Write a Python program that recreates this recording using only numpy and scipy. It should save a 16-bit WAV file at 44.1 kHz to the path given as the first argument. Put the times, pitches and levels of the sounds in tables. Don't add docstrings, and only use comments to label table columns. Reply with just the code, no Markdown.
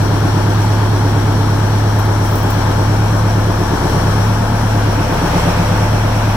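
import sys
import numpy as np
from scipy import signal
from scipy.fft import rfft, irfft, next_fast_len
from scipy.io import wavfile
from scipy.ndimage import uniform_filter1d, map_coordinates

SR = 44100
rng = np.random.default_rng(int(sys.argv[2]) if len(sys.argv) > 2 else 0)


def volts_from_db(level):
    exponent = np.asarray(level, float) / 20
    return 10 ** exponent


def persist_wave(psi):
    counts = np.round(np.clip(psi, -1, 1) * 32767).astype(np.int16)
    wavfile.write(sys.argv[1], SR, np.atleast_2d(counts).T)


N = 280454

IDLE_RPS = 8.62

# t/s, speed/(rev/s)
SHAFT_SPEED = [(0, 8.53), (.41, 8.546), (.68, 8.743), (.89, 8.64), (1.6, 8.604), (1.9, 8.712),
               (2.37, 8.508), (2.72, 8.532), (3.1, 8.803), (3.32, 8.687), (3.79, 8.317), (4.13, 8.57),
               (4.41, 8.925), (4.62, 8.902), (5.17, 8.316), (5.59, 8.482), (6.13, 8.86), (6.36, 8.7)]


def speed():
    return curves(SHAFT_SPEED)[0]


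def crank():
    return np.cumsum(speed()) / SR + .013


def sensed():
    flywheel_s = .15
    return uniform_filter1d(speed(), round(flywheel_s * SR), mode="nearest")


# order/(cycles per turn), level/dB rms
SIDE_ORDERS = [(3, -50), (5, -39), (6, -51), (7, -35), (9, -36), (10, -35), (14, -40), (15, -35), (16, -28),
               (17, -30), (18, -38), (19, -39), (20, -30), (21, -28), (22, -35), (23, -43), (24, -41),
               (25, -35), (26, -34), (27, -39), (28, -38), (29, -41)]


def drone():
    step = 16
    angle = 2 * np.pi * crank()[::step]
    sag = np.maximum(IDLE_RPS - sensed()[::step], 0)
    back = camera()[0][::step]

    boom_rps, boom_fall_db = 8.71, 65
    boom_db = -boom_fall_db * (sensed() - boom_rps) ** 2
    twelfth_db = (level(-12.5, .5, -1.5, -1) + boom_db)[::step]
    fourth_db = level(-26.5, 1, 5, -1)[::step]
    eighth_db = level(-33, 9, 9, -5)[::step]
    throb_db = level(0, 8, -3, 1)[::step]
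    growl_db = level(-2.5, 9.5, 2.5, .5)[::step]
    rasp_db = level(-.5, -3, -1, 1)[::step]
    swell_db = [0, throb_db, growl_db, rasp_db]

    limp = volts_from_db(-7 - .4 * twelfth_db) * np.cos(angle - .55)
    twelfth_phase = 12 * angle + .1 + .28 * limp + .18 * wobble(5)[::step]
    tone = volts_from_db(twelfth_db) * (1 + .17 * limp) * np.cos(twelfth_phase)
    tone += volts_from_db(fourth_db) * np.cos(4 * angle)
    tone += volts_from_db(eighth_db) * np.cos(8 * angle + 2)

    pushing_orders = (7, 26)
    fuel_turn, path_turn = 5.5, 2
    for order, db in SIDE_ORDERS:
        group = np.searchsorted([13, 18, 22], order)
        lag = np.pi * (order not in pushing_orders) - 1.3 * max(order - 17, 0)
        if order % 4 == 0:
            lag = np.pi + fuel_turn * sag + path_turn * back * (order > 16)
        phase = lag + rng.normal(0, .01 * order) + .03 * order * wobble(3)[::step]
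        order_db = db + swell_db[group] + 2.3 * wobble(3)[::step]
        tone += volts_from_db(order_db) * np.cos(order * angle + phase)
    lean = panned(level(-.76, -.15, 1.45, 0))
    return lean * np.sqrt(2) * signal.resample_poly(tone, step, 1)[:N]


# crank position/turn, level/dB
CYLINDERS = [
    (0.052, 4.5),
    (.17, 4.5),
    (0.308, -3.5),
    (0.419, 4),
    (0.541, -1.5),
    (.69, -5.5),
    (0.807, -16),
    (0.938, 2.5),
]


def puffs():
    turns = crank()
    return sum(volts_from_db(db) * np.exp(-((turns - at) % 1) / .06) for at, db in CYLINDERS)


def firing_train():
    turns, size = crank(), 2048
    bins = np.arange(size // 2 + 1)
    trains = irfft(np.exp(2j * np.pi * rng.random((2, 18, len(bins)))) * (bins < 200))
    where = [turns / 3.5, turns % 1 * size]
    pair = np.array([map_coordinates(np.pad(t, ((0, 0), (0, 1)), "wrap"), where, order=1) for t in trains])
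    blend = where[0] % 1
    return pair / np.hypot(blend, 1 - blend)


# f/Hz, level/(dB per Hz)
STACK = [(150, -18), (255, -3), (292, 4.5), (328, -4), (361, 4), (389, -9.5), (429, -2), (470, -26),
         (600, -59), (1500, -120)]


def exhaust(train, firing):
    fuel = np.clip(8.9 - speed(), 0, 1)
    blow = 0.47 + (0.55 + 0.88 * fuel) * firing
    return volts_from_db(level(-22, 3, -5.5, -1)) * spread(blow * train, STACK)


# f/Hz, level/(dB per Hz)
BLOCK = [(350, -38), (470, -4), (540, -4.5), (683, -2), (735, -5.5), (877, 1), (1100, -9.5), (1430, -18),
         (2400, -120)]


def block(train, firing):
    lean = panned(level(-.43, 0, .84, -2.6))
    return volts_from_db(level(-27, 2.5, 1, 1)) * lean * spread((1.2 + firing) * train, BLOCK)


def bark():
    train, firing = firing_train(), puffs()
    return shop(exhaust(train, firing) + block(train, firing))


# f/Hz, level/(dB per Hz)
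ROAR = [(250, -10.5), (330, -11.5), (500, -12), (734, -8.5), (880, -5), (1170, -9), (1570, -10),
        (1800, -14), (2020, -27), (2400, -23.5), (3000, -47), (5000, -120)]


def blower(breath_db):
    angle = 2 * np.pi * crank()
    pulse_db = 0.26 * np.cos(angle - 2.5) + 0.57 * np.cos(4 * angle - 1.1)
    roar_db = level(-24.5, 2.5, 1, 1) + pulse_db + 0.11 * breath_db
    lean = panned(level(2.07, 0, .84, -2.6))
    return shop(volts_from_db(roar_db) * lean * rush(ROAR, patchy_db=0.2))


# f/Hz, level/(dB per Hz)
VALVES = [(1500, -60), (1900, -1.5), (2300, -1.5), (2800, -6.5), (3600, -14), (6000, -120)]


def valves(breath_db):
    valve_db = level(-39, 4, 1, 5.5) + .2 * breath_db
    return volts_from_db(valve_db) * panned(level(2.88, 2, -6.5, -6)) * rush(VALVES, patchy_db=1.0)


# f/Hz, level/(dB per Hz)
CLATTER = [(2000, -52), (2700, -8), (3220, 0), (3630, -4.5), (4150, -2), (4850, -6.5), (5100, -39),
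           (6630, -52), (11200, -120)]


def rattle(breath_db):
    return volts_from_db(level(-35.5, 3.5, -.5, 1) + 0.2 * breath_db) * rush(CLATTER, patchy_db=.9)


# f/Hz, level/(dB per Hz)
HISS = [(4500, -25), (5000, -8.5), (6500, -14.5), (9000, -13), (13000, -17), (16000, -23)]
# f/Hz, width/Hz, level/dB
PORT = [(5685, 880, 13.5), (7540, 870, 6), (9680, 650, 5), (11800, 360, 6), (14900, 2000, 6)]


def hiss(breath_db):
    once = np.cos(2 * np.pi * crank() - 2.5)
    air_db = level(-34.5, 4, 1, .5) + .5 * once + 0.22 * breath_db + 0.42 * wobble(25)
    return volts_from_db(air_db) * unit(filtered(rush(HISS, patchy_db=0.42), peaks(PORT)))


# t/s, peak level/dB, f/Hz, left minus right/dB
TICKS = [(1.9415, -43, 11800, 9), (1.9889, -31, 12000, 14), (2.0488, -35, 11700, 5.5),
         (2.2463, -31, 11300, 4), (2.2892, -32, 15000, 6.5), (2.3132, -33.5, 14900, 8.0),
         (2.3541, -26, 15000, 8.0), (2.3825, -28, 15000, 7.0), (2.4289, -30, 13900, 6.0),
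         (2.5032, -27, 15000, 7.5), (2.6644, -46, 11500, -4)]


def ticks():
    out, t = np.zeros((2, N)), np.arange(SR // 8) / SR
    decay = volts_from_db(-60 * t / 0.014) + 0.73 * volts_from_db(-60 * t / 0.12) + .15 * volts_from_db(-60 * t / .3)
    for s, db, hz, pan_db in TICKS:
        fizz = rng.standard_normal((2, len(t))) * decay
        fizz *= 1 - np.exp(-t / .001)
        band = signal.butter(2, [0.94 * hz, min(1.04 * hz, SR / 2.2)], "band", fs=SR, output="sos")
        snap = signal.sosfilt(band, fizz) + 0.41 * np.diff(fizz, prepend=0) * volts_from_db(-60 * t / .15)
        out[:, round(s * SR):][:, :len(t)] += volts_from_db(db + 4.5) * panned(pan_db - 4)[:, None] * snap
    return out


def jingle():
    start_s, rise_s, hold_s, t60_s = 2.27, .25, .26, .4
    grains = volts_from_db(5.5 * wobble(120)) * rng.standard_normal((2, N))
    bright = lambda hz: np.exp(-((hz - 14800) / 1500) ** 2) + .3 * np.exp(-((hz - 11800) / 900) ** 2)
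    t = np.arange(N) / SR - start_s
    fade = np.maximum(-t / rise_s, 0) + np.maximum((t - hold_s) / t60_s, 0)
    return volts_from_db(-44 - 60 * fade) * unit(filtered(grains, bright))


# f/Hz, level/(dB per Hz)
RUMBLE = [(12, -60), (22, -30), (54, -27), (82, -28), (103, -30), (125, -9), (200, -13.5), (300, -2.5),
          (500, -48), (650, -38), (1100, -120)]


def rumble():
    return volts_from_db(-34) * rush(RUMBLE, patchy_db=1.5)


# f/Hz, width/Hz, level/dB
SHOP_MODES = [(431, 9, 6.5), (505.6, 8.3, 12.5), (590, 11.6, 6.5), (695.6, 8.9, 8.5), (856, 8.7, 2)]


def shop(x):
    share = 0.42 + 0.81 * camera()[0]
    return x + share * (filtered(x, peaks(SHOP_MODES)) - x)


# t/s, stepped back/(0-1), swung toward the grille/(0-1)
CAMERA = [
    (0, 0, 0),
    (.6, 0.05, 0.5),
    (2.5, 0.46, 0.23),
    (4.65, .7, 0.33),
    (5.1, 0.84, 0.97),
    (6.36, 0.92, .85),
]


def camera():
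    return curves(CAMERA)


def level(idle_db, fuel_db, back_db, swing_db):
    rack_lag_s, rack_curve = 0.18, 3.6
    t, sag = np.arange(N) / SR, IDLE_RPS - sensed()
    late = np.interp(t - rack_lag_s, t, sag)
    fuel = late + rack_curve * late ** 2
    back, swing = camera()
    return idle_db + fuel_db * fuel + back_db * back + swing_db * swing


# f/Hz, likeness/(-1 to 1)
ALIKE = [(60, 0.41), (130, 0.89), (290, 0.91), (640, 0.57), (1410, 0.64), (2400, -0.24), (3100, -0.073),
         (6820, -0.1), (15000, -0.045)]


def spread(pair, spectrum):
    turn = lambda hz: np.arccos(np.clip(along(ALIKE, hz), -1, 1)) / 2
    colour = lambda hz: volts_from_db(along(spectrum, hz)) * [np.cos(turn(hz)), np.sin(turn(hz))]
    mid, side = filtered(pair, colour)
    return unit(np.array([mid + side, mid - side]))


def rush(spectrum, patchy_db):
    shape = (2, 257, N // 256 + 3)
    z = rng.standard_normal(shape) + 1j * rng.standard_normal(shape)
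    field = uniform_filter1d(uniform_filter1d(rng.standard_normal(shape[1:]), 6, 0), 12, 1)
    patchy = z * volts_from_db(patchy_db * unit(field))
    noise = signal.istft(patchy, nperseg=512, window="cosine")[1][:, :N]
    return spread(noise, spectrum)


def peaks(modes):
    return lambda hz: volts_from_db(sum(db / (1 + (2 * (hz - c) / w) ** 2) for c, w, db in modes))


def panned(db):
    return volts_from_db(np.array([db / 2, -db / 2]))


def unit(x):
    return x / np.sqrt(np.mean(x ** 2) + 1e-20)


def along(points, hz):
    f, v = np.transpose(points)
    return np.interp(np.log(hz + 1), np.log(f + 1), v)


def curves(rows):
    s, *cols = np.transpose(rows)
    return [np.interp(np.arange(N) / SR, s, c) for c in cols]


def wobble(rate):
    coarse = np.arange(0, N + 64, 64)
    knots = rng.standard_normal(int(N * rate / SR) + 4)
    return np.interp(np.arange(N), coarse, map_coordinates(knots, [coarse * rate / SR]))


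def filtered(x, response):
    m = next_fast_len(N + 8192)
    return irfft(rfft(x, m) * response(np.fft.rfftfreq(m, 1 / SR)), m)[..., :N]


def scene():
    breath_db = wobble(9)
    engine = drone() + bark() + blower(breath_db) + valves(breath_db) + rattle(breath_db) + hiss(breath_db)
    return engine + ticks() + jingle() + rumble()


def band_limit(x):
    return signal.sosfilt(signal.butter(12, 15860, fs=SR, output="sos"), x)


# f/Hz, left minus right/dB
LEAN = [(60, -0.5), (210, 0.0), (500, 2.0), (1170, 4.5), (1790, 7.0), (2740, -1.0), (4190, 2.0),
        (6410, 4.5), (9810, 0.5), (15000, 5.5)]
# f/Hz, left ahead/radians
LEAD = [(100, 0), (520, -.6), (1290, -.4), (2200, 0)]


def record(dry):
    capsules = lambda hz: panned(along(LEAN, hz)) * np.exp(.5j * np.outer([1, -1], along(LEAD, hz)))
    x = filtered(dry, capsules)
    x = x / (1 + abs(x / .75) ** 8) ** (1 / 8)
    band = lambda hz: (hz < 15850) * hz ** 4 / (hz ** 4 + 15 ** 4)
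    return band_limit(filtered(x, band))


dry = scene()
out = record(dry)
persist_wave(out)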